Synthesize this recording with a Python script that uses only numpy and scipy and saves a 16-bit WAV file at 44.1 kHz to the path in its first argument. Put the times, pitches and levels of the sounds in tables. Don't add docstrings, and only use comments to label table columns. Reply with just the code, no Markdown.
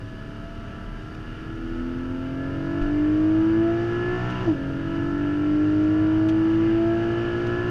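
import sys
import numpy as np
from scipy.fft import rfft, irfft, next_fast_len
from scipy.io import wavfile
from scipy.ndimage import map_coordinates

SR = 44100
rng = np.random.default_rng(int(sys.argv[2]) if len(sys.argv) > 2 else 0)


def transcribe(u):
    v = np.clip(np.atleast_2d(u).T, -1, 1)
    q = np.round(v * 32767).astype(np.int16)
    wavfile.write(sys.argv[1], SR, q)


N = 339570
SHIFT_S = 4.493

# time_s, cycle_hz
ENGINE_SPEED = [(0.0, 35.63), (0.35, 36.97), (0.75, 37.84), (1.35, 39.77), (1.75, 41.52), (2.35, 44.5),
                (2.55, 45.94), (3.15, 51.21), (3.35, 53.22), (3.95, 58.27), (4.35, 61.87), (4.44, 62.3),
                (4.47, 57.3), (4.505, 52.8), (4.535, 48.0), (4.56, 45.5), (4.7, 46.02), (5.1, 48.04),
                (5.7, 50.79), (6.3, 53.45), (7.7, 59.52)]
# centre_hz, width_hz, gain_db
CABIN_MODES = [(408, 4.7, -55.9), (462.6, 32.1, -49.5), (523, 36, -50.5), (640, 45, -46.5), (671, 19, -45),
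               (787.7, 20, -59.5), (854, 46.7, -52), (994.6, 14, -50.5), (1150, 37, -56), (1291, 14.8, -51),
               (1349.4, 55, -47), (1458, 39, -50.5), (1616, 34.8, -52.5), (1711.4, 41.5, -46.5),
               (1980, 40, -66.5), (2090, 15, -58.5), (2316, 87, -66), (2560, 140, -71.5), (2822, 63, -64),
               (2975, 45, -68), (3210, 37, -75.5)]
# cycle_hz, rasp_db, hiss_db
FLOW_LEVELS = [(34.8, -50.5, -63), (39, -49, -63), (44.3, -48.5, -63.5), (47, -46.5, -61.5),
               (52, -46.5, -61.5), (59.7, -43, -59), (65, -41, -56)]


def amp(db):
    return 10 ** (np.asarray(db) / 20)


def along(points, hz):
    point_hz, values = np.transpose(points)
    return np.interp(np.log(hz + 1), np.log(point_hz + 1), values)


def curves(rows, step=1):
    time_s, *columns = np.transpose(rows)
    return [np.interp(np.arange(0, N, step) / SR, time_s, column) for column in columns]


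def wobble(knot_hz, size=N, count=1):
    knots = rng.standard_normal((count, int(N * knot_hz / SR) + 4))
    return np.array([map_coordinates(k, [np.linspace(0, N * knot_hz / SR, size)]) for k in knots])


def coloured(x, gain):
    size = next_fast_len(N + 8192)
    return irfft(rfft(x, size) * gain(np.fft.rfftfreq(size, 1 / SR)), size)[..., :N]


def noise(spectrum, swell=1, response=lambda hz: 1):
    white = rng.standard_normal(N)
    x = coloured(white * swell, lambda hz: response(hz) * amp(along(spectrum, hz)))
    return x / np.sqrt(np.mean(x ** 2) + 1e-20)


def mode_power(modes, hz):
    return sum(amp(2 * db) / (1 + ((hz ** 2 - centre ** 2) / (hz * width + 1e-9)) ** 2)
               for centre, width, db in modes)


def seat_gain(hz):
    # centre_hz, width_hz, gain_db
    body_modes = [(103, 10.5, -38), (138.8, 10, -35.5), (184, 11.1, -47.5), (221.2, 15.9, -44),
                  (294, 23, -50.5), (331.3, 12.6, -41.5), (408.4, 15, -53.6)]
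    # centre_hz, half_width_hz
    nulls = [(171.4, 11), (243, 3.6), (379, 10), (434, 3.5), (476, 2.9), (610, 2.5), (713, 25), (930, 6.1),
             (1075, 7.2), (1230, 8), (1547, 5.4), (1662, 5.1), (1800, 19)]
    notches = np.prod([1 - 0.97 / (1 + ((hz - centre) / half) ** 2) for centre, half in nulls], axis=0)
    return np.sqrt(mode_power(body_modes + CABIN_MODES, hz) * notches)


def shift_pulse(half_width_s=0.026, step=1):
    return np.exp(-((np.arange(0, N, step) / SR - SHIFT_S) / half_width_s) ** 2)


def engine_orders(step=128):
    # order, low_revs_db, mid_revs_db, high_revs_db
    balance = [(2, 12, 7, 8), (3, 6, 4.0, 8), (4, -0.5, 13.0, 5), (5, 9.5, -5.5, 8.5), (7, 7, 16.5, 3.5),
               (8, 13.0, 17.5, -3.5), (9, -10.5, 9.0, -2), (10, 11.0, 3.5, -4.5), (11, 7.5, -5, -3),
               (13, -23, 4.5, -4), (14, -6, 5.5, -0.5), (15, 3.5, 2, -0.5), (16, -14, -1, 1.5),
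               (17, -0.5, -4.0, 2), (19, -12, -2, 0), (20, -3.5, 7.5, -5), (21, -1, 4.5, 0.5),
               (22, -11, 9, -2), (23, -9, 1, -3.5), (24, -1.5, 0, -2), (25, -5.5, -12, -1.5),
               (26, 2.0, 1, -7.5), (27, -4, 4.5, -2.5), (28, 3, 5.0, -10), (29, -4.5, -8.5, 8.5),
               (30, 2, 4, -2), (31, 8.5, 1, -3), (32, -4.5, -2.5, -8.5), (33, 2.5, -1.5, -2.5),
               (34, -0.5, -7.5, -0.5), (35, 6, 4, 0.5), (36, -3.0, 4.5, -3.5), (37, -0.5, -4.5, -10.5),
               (38, -2.0, 6.5, -4), (39, -7, -5, -3.5), (40, -4.0, -10, -4), (41, -4, -4.5, -5.5),
               (42, 6.5, 5, 0.5), (45, -2, 0, 2.5), (47, 4.5, 5, 4), (52, 5, 2.5, 1), (54, -1, -1.5, -3.5)]
    low_mid_high_hz = (38, 48, 60)
    upper_db, cut_db_per_order, load_db_per_hz = -6, -0.2829, 0.6364
    cycles = np.cumsum(curves(ENGINE_SPEED)[0] / SR)
    angle = (2 * np.pi * (cycles % 1)).astype(np.float32)
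    cycle_hz = curves(ENGINE_SPEED, step)[0]
    orders = {round(order): np.interp(cycle_hz, low_mid_high_hz, db) for order, *db in balance}
    for order in range(25, 61):
        orders.setdefault(order, upper_db)
    load_db = -2.5 + load_db_per_hz * (cycle_hz - 49.05)
    cut_db = cut_db_per_order * shift_pulse(half_width_s=0.045, step=step)
    size, count = len(cycle_hz), len(orders)
    drifts_db = np.minimum(3.9 * wobble(2.6, size, count) + 2.5 * wobble(12, size, count), 1.2)
    phases = rng.uniform(0, 2 * np.pi, count).astype(np.float32)
    samples, sound = np.arange(N), np.zeros(N)
    for (order, db), drift_db, phase in zip(orders.items(), drifts_db, phases):
        depth = min(0.51 + 0.13 * max(order - 8, 0), 1.4)
        depth *= np.clip(1 - 0.05 * db, 0.3, 1.6)
        gain = amp(db + load_db + depth * drift_db + order * cut_db) * seat_gain(order * cycle_hz)
        sound += np.interp(samples, samples[::step], gain) * np.sin(order * angle + phase)
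    return np.sqrt(2) * amp(4.5 * shift_pulse()) * sound


def firing_tone(cylinders=6):
    # pitch_hz, rms_db
    first = [(212, -50), (228, -45.5), (240, -50), (251, -31), (283, -32), (300, -20.5), (333, -19.5),
             (347, -27), (360, -27.5), (369, -47), (378, -19)]
    # pitch_hz, rms_db
    second = [(430, -68), (520, -52), (550, -44.5), (580, -56.5), (610, -44), (640, -40.5), (655, -49.5),
              (673, -31.5), (697, -50), (720, -43.5), (750, -52)]
    # pitch_hz, rms_db
    third = [(640, -55.5), (670, -48.5), (712, -63), (760, -64), (810, -69.5), (860, -52.5), (900, -60.5),
             (985, -49), (1030, -61), (1080, -45.5), (1120, -57)]
    firing_hz = cylinders * curves(ENGINE_SPEED)[0]
    angle = 2 * np.pi * np.cumsum(firing_hz) / SR
    flutter_db = wobble(11, count=3) * [[0.4], [1.2], [2.2]]
    bark_db = 2.2 * shift_pulse()
    sound = np.zeros(N)
    for k, intake in enumerate((first, second, third), 1):
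        level_db = along(intake, k * firing_hz) + flutter_db[k - 1] + k * bark_db
        sound += amp(level_db) * np.sin(k * angle)
    return np.sqrt(2) * sound


def low_boom():
    # time_s, pitch_hz, rms_db
    track = [(0, 34.8, -42.5), (1.6, 37.8, -42), (1.8, 31.83, -39), (2.6, 32.1, -42.5), (3.3, 28.9, -42),
             (3.6, 27.5, -43), (5, 32.1, -39.5), (5.4, 33.45, -45.5), (6.3, 34.66, -51.5),
             (6.6, 36.3, -37.5), (7, 38.5, -49), (7.7, 38.5, -50)]
    pitch_hz, level_db = curves(track)
    phase = 2 * np.pi * np.cumsum(pitch_hz) / SR + 0.76 * wobble(10)[0]
    return np.sqrt(2) * amp(level_db + 3.6 * wobble(6.5)[0]) * np.sin(phase)


def road_rumble():
    # freq_hz, density_db
    spectrum = [(12, -7), (22, -4), (34, -7.5), (60, -6.5), (110, 1.5), (180, -8), (290, -8), (460, -16.5),
                (700, -29.5), (1200, -34.5), (2000, -46), (4000, -120)]
    # time_s, rms_db
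    levels = [(0, -40), (1.5, -38), (3, -36.5), (4.3, -33), (5.5, -35.5), (7.7, -32.5)]
    return amp(curves(levels)[0]) * noise(spectrum)


def flow_db():
    cycle_hz, *columns = np.transpose(FLOW_LEVELS)
    lagged_hz = np.pad(curves(ENGINE_SPEED)[0], (SR // 20, 0), "edge")[:N]
    wind_db = 0.26 * np.arange(N) / SR
    return [np.interp(lagged_hz, cycle_hz, db) + wind_db for db in columns]


def crank_swell():
    angle = 2 * np.pi * np.cumsum(curves(ENGINE_SPEED)[0]) / SR
    return 1 + 0.047 * np.sin(2 * angle) + 0.042 * np.sin(angle)


def combustion_rasp():
    # freq_hz, gain_db
    tilt = [(300, -35), (700, -11), (1500, -7), (2200, -5.5), (3000, 2.5), (3400, -4.5), (4200, -19),
            (6000, -92.5)]
    rasp = noise(tilt, crank_swell(), lambda hz: np.sqrt(mode_power(CABIN_MODES, hz)) ** 0.79)
    rasp_db, _ = flow_db()
    return amp(rasp_db + 0.84 * wobble(8)[0]) * rasp


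def wind_hiss():
    # freq_hz, density_db
    spectrum = [(2500, -47.5), (3300, -6.5), (3450, -1), (3600, 1.5), (3900, -2), (4200, -4), (4450, -0.5),
                (4700, 1.5), (5100, -3.5), (6000, -6), (6400, -8.5), (7000, -12.5), (8200, -24.5),
                (11000, -48.5)]
    _, hiss_db = flow_db()
    return amp(hiss_db + 0.4 * wobble(7.2)[0]) * noise(spectrum, crank_swell())


def top_hiss(rms_db=-75.5):
    # freq_hz, density_db
    spectrum = [(5000, -23), (7500, -5), (8600, -1.5), (9600, -3.5), (11000, -5.5), (12500, -10.5),
                (14000, -12), (14300, -12), (15000, -13.5), (15300, -33.5)]
    return amp(rms_db) * noise(spectrum)


def ticks():
    # start_s, relative_db, length_s
    puffs = [(1.147, -51.5, 0.009), (2.815, -54, 0.024), (4.299, -51, 0.026), (5.837, -55, 0.014),
             (6.287, -43.5, 0.016), (7.468, -49, 0.012)]
    # freq_hz, density_db
    spectrum = [(1700, -32), (2400, -0.5), (2900, 0.5), (3700, -9.5), (4800, -14), (6200, -14),
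                (8000, -28.5), (10500, -32), (13500, -37), (16000, -48)]
    t = np.arange(N) / SR
    envelope = sum(amp(db) * (t > start_s) * np.exp(-(np.abs(t - start_s) / length_s) ** 3)
                   for start_s, db, length_s in puffs)
    return amp(2.5) * envelope * noise(spectrum)


def seam_bump():
    # start_s, level_db, pitch_hz, t60_s
    thuds = [(2.813, -17.5, 29.6, 0.3)]
    sound = np.zeros(N)
    for start_s, level_db, pitch_hz, t60_s in thuds:
        age_s = np.maximum(np.arange(N) / SR - start_s, 0)
        sound -= amp(level_db - 60 * age_s / t60_s) * np.sin(2 * np.pi * pitch_hz * age_s)
    return sound


def gear_whine(mesh_order=23.5):
    # pitch_hz, rms_db
    levels = [(1150, -76), (1330, -62.5), (1390, -49.5), (1440, -61.5), (1480, -66)]
    mesh_hz = mesh_order * curves(ENGINE_SPEED)[0]
    level_db = along(levels, mesh_hz) + 2.5 * wobble(15)[0]
    return np.sqrt(2) * amp(level_db) * np.sin(2 * np.pi * np.cumsum(mesh_hz) / SR)


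def scene():
    tones = engine_orders() + firing_tone() + gear_whine() + low_boom()
    rush = road_rumble() + combustion_rasp() + wind_hiss() + top_hiss()
    return (tones + rush + ticks() + seam_bump())[None]


def record(dry):
    top_hz = 15300
    return coloured(dry, lambda hz: hz < top_hz)


dry = scene()
out = record(dry)
transcribe(out)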